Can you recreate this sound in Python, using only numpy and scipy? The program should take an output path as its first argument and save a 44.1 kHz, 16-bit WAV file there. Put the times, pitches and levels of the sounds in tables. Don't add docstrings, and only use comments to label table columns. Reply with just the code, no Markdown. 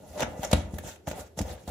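import sys
import numpy as np
from scipy import signal
from scipy.fft import rfft, irfft, next_fast_len
from scipy.io import wavfile

SR = 44100
rng = np.random.default_rng(int(sys.argv[2]) if len(sys.argv) > 2 else 0)


def ratio_of_db(decibels):
    return 10 ** (np.asarray(decibels, float) / 20)


def pcm_store(signal):
    levels = np.round(np.clip(np.atleast_2d(signal), -1, 1) * 32767)
    wavfile.write(sys.argv[1], SR, levels.astype(np.int16).T)


N = 74970

# start in seconds, crunch in dB,
# push on the bowl in dB, time for the crunch to fall 60 dB in seconds, extra crunch below the split in dB.
SLAPS = [(0.175, -44, -22, 0.032, 17), (0.1945, -24, -15.5, 0.013, 2), (0.2042, -11.5, -15, 0.013, 3),
         (0.22, -34, -11.5, 0.035, 29), (0.2285, -19, -13.5, 0.013, 20), (0.3925, -40, -30, 0.016, -3),
         (0.4311, -8.5, -16, 0.0089, -6), (0.4362, -26.5, -17, 0.039, -18), (0.446, -24, -28, 0.02, 5),
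         (0.5125, -10.5, -13.5, 0.02, -14), (0.528, -11, -13, 0.031, 5.5), (0.5314, -11.5, -2, 0.012, 3.5),
         (0.7087, -60, -31, 0.029, -1), (0.7388, -37, -26.5, 0.035, -2), (0.783, -20.5, -25, 0.022, 6),
         (0.8364, -48, -28, 0.018, -12), (0.958, -40, -71, 0.029, 6), (1.0705, -35.5, -22, 0.01, 28),
         (1.0778, -43, -11, 0.016, -16), (1.0827, -31.5, -32, 0.04, -18), (1.098, -29.5, -44, 0.062, -8),
         (1.1116, -23.5, -18, 0.028, 5), (1.1301, -51, -29, 0.028, 5), (1.3735, -33, -29, 0.013, -16),
         (1.388, -14, -17.5, 0.022, 3), (1.4085, -50, -17.5, 0.01, 0), (1.4126, -20.5, -28, 0.023, 0.5),
         (1.6751, -28.5, -22.5, 0.044, -31), (1.6878, -34, -25.5, 0.056, -27)]


def rms_one(x):
    return x / np.sqrt(np.mean(x ** 2) + 1e-20)


def at_hz(points, hz):
    curve_hz, values = np.transpose(points)
    return np.interp(np.log(hz), np.log(curve_hz), values)


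def one_pole(x, seconds):
    r = np.exp(-1 / (seconds * SR))
    return signal.lfilter([1 - r], [1, -r], x + 1e-18)


def drift(rate):
    smoothing = 1 / (2 * np.pi * rate)
    noise = rng.standard_normal(N + SR)
    slow = one_pole(one_pole(noise, smoothing), smoothing)
    return rms_one(slow[SR:])


def grains(rate, spread_db, channels):
    shape = (channels, N)
    size_db = spread_db * np.minimum(rng.exponential(1, shape), 5)
    sizes = ratio_of_db(size_db) * rng.choice([-1, 1], shape)
    happens = rng.random(shape) < rate / SR
    return rms_one(sizes * happens)


def swells(middle, half, db):
    t = np.arange(N) / SR - middle[:, None]
    return np.sum(ratio_of_db(db)[:, None] * np.exp(-(t / half[:, None]) ** 2), axis=0)


def bursts(s, db, t60):
    rise_s = 0.0025
    t = np.maximum(np.arange(N) / SR - s[:, None], 0)
    decay = ratio_of_db(-60 * t / t60[:, None])
    return np.sum(ratio_of_db(db)[:, None] * decay * (1 - np.exp(-t / rise_s)), axis=0)


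def ring(drive, modes):
    out = 0
    for hz, db, t60 in modes:
        r = ratio_of_db(-60 / (t60 * SR))
        w = 2 * np.pi * hz / SR
        out = out + ratio_of_db(db) * signal.lfilter([0, np.sin(w)], [1, -2 * r * np.cos(w), r * r], drive + 1e-18)
    return out


def at_microphones(pair, spectrum, patchy_db):
    # frequency in Hz, likeness from -1 to 1.
    likeness = [(60, 0.97), (130, 0.94), (290, 0.89), (640, 0.65), (1410, 0.25), (3100, 0.14), (6820, 0.07),
                (15000, -0.02)]
    # frequency in Hz, left minus right in dB.
    leaning = [(60, .5), (1000, -.5), (3000, -.5), (5500, 2), (7500, 1), (8600, -8), (11000, -9.5),
               (16000, -9)]
    edges = 35 * 2 ** np.arange(0, 9.2, 1 / 3)
    out = 0
    for k, (low, high) in enumerate(zip(edges, edges[1:])):
        band = signal.butter(2, [low, high], "band", fs=SR, output="sos")
        mid, side = signal.sosfilt(band, pair)
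        hz = np.sqrt(low * high)
        alike = at_hz(likeness, hz)
        stereo = np.sqrt(1 + alike) * mid + np.sqrt(1 - alike) * side * [[1], [-1]]
        lean = ratio_of_db(at_hz(leaning, hz) / 2 * np.array([[1], [-1]]))
        gain = ratio_of_db(at_hz(spectrum, hz) + patchy_db * drift(26.5))
        out = out + gain * (-1) ** k * lean * stereo
    return out


def grit():
    # middle in seconds,
    # half length in seconds, relative grit level in dB, extra level below the split in dB.
    sweeps = [(0.009, 0.054, -53, -11), (0.093, 0.028, -48.5, -39), (0.168, 0.04, -44, -3),
              (0.217, 0.023, -43, 22), (0.25, 0.013, -57, 2), (0.307, 0.037, -51, -15),
              (0.41, 0.068, -48.5, -29), (.44, 0.024, -41.5, 9), (0.5, 0.057, -62, 9),
              (0.551, 0.043, -41, 9.5), (0.614, 0.066, -56, 17), (0.75, 0.034, -46.5, -24),
              (0.798, 0.015, -54, 3), (0.881, 0.039, -36, -2.5), (0.944, 0.019, -52, -5),
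              (1.083, 0.011, -34, -9), (1.143, 0.061, -54.5, 3), (1.193, 0.036, -39.5, -1),
              (1.268, 0.016, -55.5, 3.5), (1.385, 0.013, -36.5, -7), (1.415, 0.022, -43.5, -21),
              (1.5, 0.045, -40.5, -3.5), (1.585, 0.064, -58.5, 8), (1.69, 0.035, -49.5, -44)]
    # frequency in Hz, relative level in dB per Hz.
    colour = [(700, -8), (1000, -13.5), (1500, -10.5), (2800, -14.5), (4000, -13.5), (5000, -18.5),
              (6500, -8), (8000, -15), (10500, -12), (13000, -31), (15500, -9), (17000, -30)]
    split_hz = 2660
    s, crunch_db, _, crunch_t60, slap_low_db = np.transpose(SLAPS)
    middle, half, sweep_db, sweep_low_db = np.transpose(sweeps)
    flutter = ratio_of_db(1.22 * drift(29))
    clicks = grains(9700, 0.5, channels=2)
    out = 0
    for kind, low in (("high", 0), ("low", 1)):
        force = flutter * swells(middle, half, sweep_db + low * sweep_low_db)
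        force = force + bursts(s, crunch_db - 1.5 + low * slap_low_db, crunch_t60)
        split = signal.butter(2, split_hz, kind, fs=SR, output="sos")
        out = out + signal.sosfilt(split, force * clicks) * (-1) ** low
    return at_microphones(out, colour, patchy_db=3.0) * ratio_of_db(2.0)


def bowl(rub_db):
    # frequency in Hz, relative level in dB, time to fall 60 dB in seconds.
    modes = [(530, -7, .08), (572, -8, .05), (615, -2, .07), (665, -6, .04), (735, -5, .035),
             (805, -8, .03), (875, -9, .035), (1210, -12, .02), (1405, -14, .05), (1715, -16, .05),
             (1965, -15, .07), (2570, -18, .04), (2750, -16, .045), (3340, -18, .05)]
    knock_lag_s, scuff_t60_s = 0.001, 0.014
    soft_blade_hz, bass_cut_hz = 1100, 460
    s, _, push_db, _, _ = np.transpose(SLAPS)
    force = ratio_of_db(rub_db + 2 * drift(32))
    force = force + bursts(s, push_db - 10, np.full(len(s), scuff_t60_s))
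    drive = force * grains(4000, 2.5, channels=2)
    knock_at = ((s + knock_lag_s) * SR).astype(int)
    drive[:, knock_at] += ratio_of_db(push_db + 10.5) * np.stack([np.ones(len(s)), rng.uniform(-1.1, 1, len(s))])
    slips = one_pole(drive, 1 / (2 * np.pi * soft_blade_hz))
    bass_cut = signal.butter(4, bass_cut_hz, "high", fs=SR, output="sos")
    mid, side = signal.sosfilt(bass_cut, ring(slips, modes))
    return (mid + ratio_of_db(-7.5) * side * [[1], [-1]]) * ratio_of_db(-25.0)


def counter(rock_db):
    # start in seconds, relative thud level in dB,
    # contact time in seconds (from start to peak force, held to 0.0003 or more), relative boom level in dB.
    thumps = [(0.012, -52, .003, -40), (0.099, -55, 0.0034, -33), (0.172, -44, 0.00026, -59),
              (0.206, -45, .0005, -50), (0.2278, -30, 0.00036, -49), (0.392, -26.5, 0.0011, -56),
              (0.436, -37, 0.0017, -55), (0.53, -10.5, 0.00097, -18.5), (0.539, -24, 0.00098, -26),
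              (0.632, -50, 0.0045, -18), (0.735, -29, 0.00073, -30), (0.845, -43, 0.00037, -55),
              (1.075, -31.5, 0.00054, -39.5), (1.111, -40, 0.00026, -73), (1.191, -46, 0.00059, -42.5),
              (1.377, -33.5, 0.00088, -40), (1.399, -43, 0.00096, -25.5), (1.404, -25, 0.00063, -34),
              (1.496, -54, .002, -29.5), (1.677, -33, 0.00061, -32.5)]
    # frequency in Hz, relative level in dB, time to fall 60 dB in seconds.
    slab = [(109, -6.5, 0.03), (148, -10, 0.065), (195.2, 2, 0.053), (223, 0.5, 0.059), (280.7, 0, 0.1),
            (337, -5, 0.085)]
    # frequency in Hz, relative level in dB, time to fall 60 dB in seconds.
    cabinet = [(64, -2, .26), (83, 0, .32)]
    s, thud_db, contact, boom_db = np.transpose(thumps)
    contact = np.clip(contact, .0003, .01)[:, None]
    t = np.maximum(np.arange(N) / SR - s[:, None], 0)
    blows = t / contact ** 2 / SR * np.exp(-t / contact)
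    smoothing = 1 / (2 * np.pi * 340)
    rocking = ratio_of_db(rock_db - 31.5) * rng.standard_normal((2, N))
    rocking = one_pole(one_pole(rocking, smoothing), smoothing)
    thud_blows = ratio_of_db(thud_db) @ blows * [[1], [.3]]
    boom_blows = ratio_of_db(boom_db) @ blows * [[1], [.3]]
    thud = ring(rocking + thud_blows, slab)
    boom = ring(rocking * ratio_of_db(-12 + 3 * drift(12)) + boom_blows, cabinet)
    mid, side = thud + boom
    return mid + ratio_of_db(-13.0) * side * [[1], [-1]]


def kitchen(x):
    t60_s, wall_cut_hz = 0.37, 6800
    size = next_fast_len(N + SR)
    w = 2 * np.pi * np.arange(size // 2 + 1) / size
    dull = 1 / (1 + 1j * w * SR / (2 * np.pi * wall_cut_hz))
    loops = []
    for lag in rng.uniform(0.0058, 0.049, 12):
        loops.append(ratio_of_db(-60 * lag / t60_s) * dull * np.exp(-1j * w * lag * SR))
    echo = np.array([sum(g / (1 - g) for g in loops[side::2]) for side in (0, 1)])
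    return irfft(rfft(x, size) * echo, size)[:, :N]


def room_tone():
    # frequency in Hz, relative level in dB per Hz.
    colour = [(35, -19), (80, 2.5), (190, -13), (400, -7.5), (560, -10.5), (1100, -33), (3000, -32.5),
              (6500, -35), (12000, -37.5), (16000, -45)]
    noise = rng.standard_normal((2, N))
    return ratio_of_db(-56.5) * rms_one(at_microphones(noise, colour, patchy_db=1))


def scene():
    # time in seconds, relative level in dB of the blade
    # rubbing the wall, relative level in dB of the bowl rocking on the counter.
    strokes = [(0.0, -53.5, -48), (0.121, -49.5, -47), (0.16, -43, -47), (0.224, -31, -38),
               (0.264, -39.5, -38.5), (0.364, -42, -43.5), (0.423, -46, -51), (0.437, -30.5, -38),
               (0.49, -49.5, -43), (0.532, -32.5, -37), (0.548, -38, -24.5), (0.568, -37, -28.5),
               (0.7, -50.5, -46.5), (0.748, -45, -38.5), (0.831, -55, -45.5), (0.854, -39, -38),
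               (1.037, -69, -80), (1.08, -42.5, -28), (1.098, -53, -46.5), (1.135, -38, -41),
               (1.212, -44, -47), (1.282, -65, -75), (1.358, -70, -61), (1.375, -40, -38.5),
               (1.411, -42, -26.5), (1.438, -47.5, -41), (1.482, -37.5, -39), (1.52, -43.5, -37.5),
               (1.556, -49, -56), (1.657, -62.5, -50), (1.682, -40.5, -61), (1.7, -33.5, -25)]
    s, *columns = np.transpose(strokes)
    rub_db, rock_db = [np.interp(np.arange(N) / SR, s, c) for c in columns]
    sand = grit()
    wall = bowl(rub_db)
    echo = ratio_of_db(-15) * kitchen(sand + ratio_of_db(-6) * wall)
    return sand + wall + echo + counter(rock_db) + room_tone()


def roll_off(x):
    return signal.sosfilt(signal.butter(12, 16660, fs=SR, output="sos"), x)


def record(dry):
    # frequency in Hz, width in Hz, added share (negative takes away).
    housing = [(6500, 140, 0.36), (7420, 280, 0.56), (8990, 1080, -0.77), (10800, 880, 0.099)]
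    low_cut = signal.butter(6, 57.2, "high", fs=SR, output="sos")
    top_cut = signal.cheby2(10, 50, 16300, fs=SR, output="sos")
    x = signal.sosfilt(top_cut, signal.sosfilt(low_cut, dry))
    for hz, width_hz, share in housing:
        x = x + share * signal.lfilter(*signal.iirpeak(hz, hz / width_hz, fs=SR), x)
    return roll_off(x)


dry = scene()
out = record(dry)
pcm_store(out)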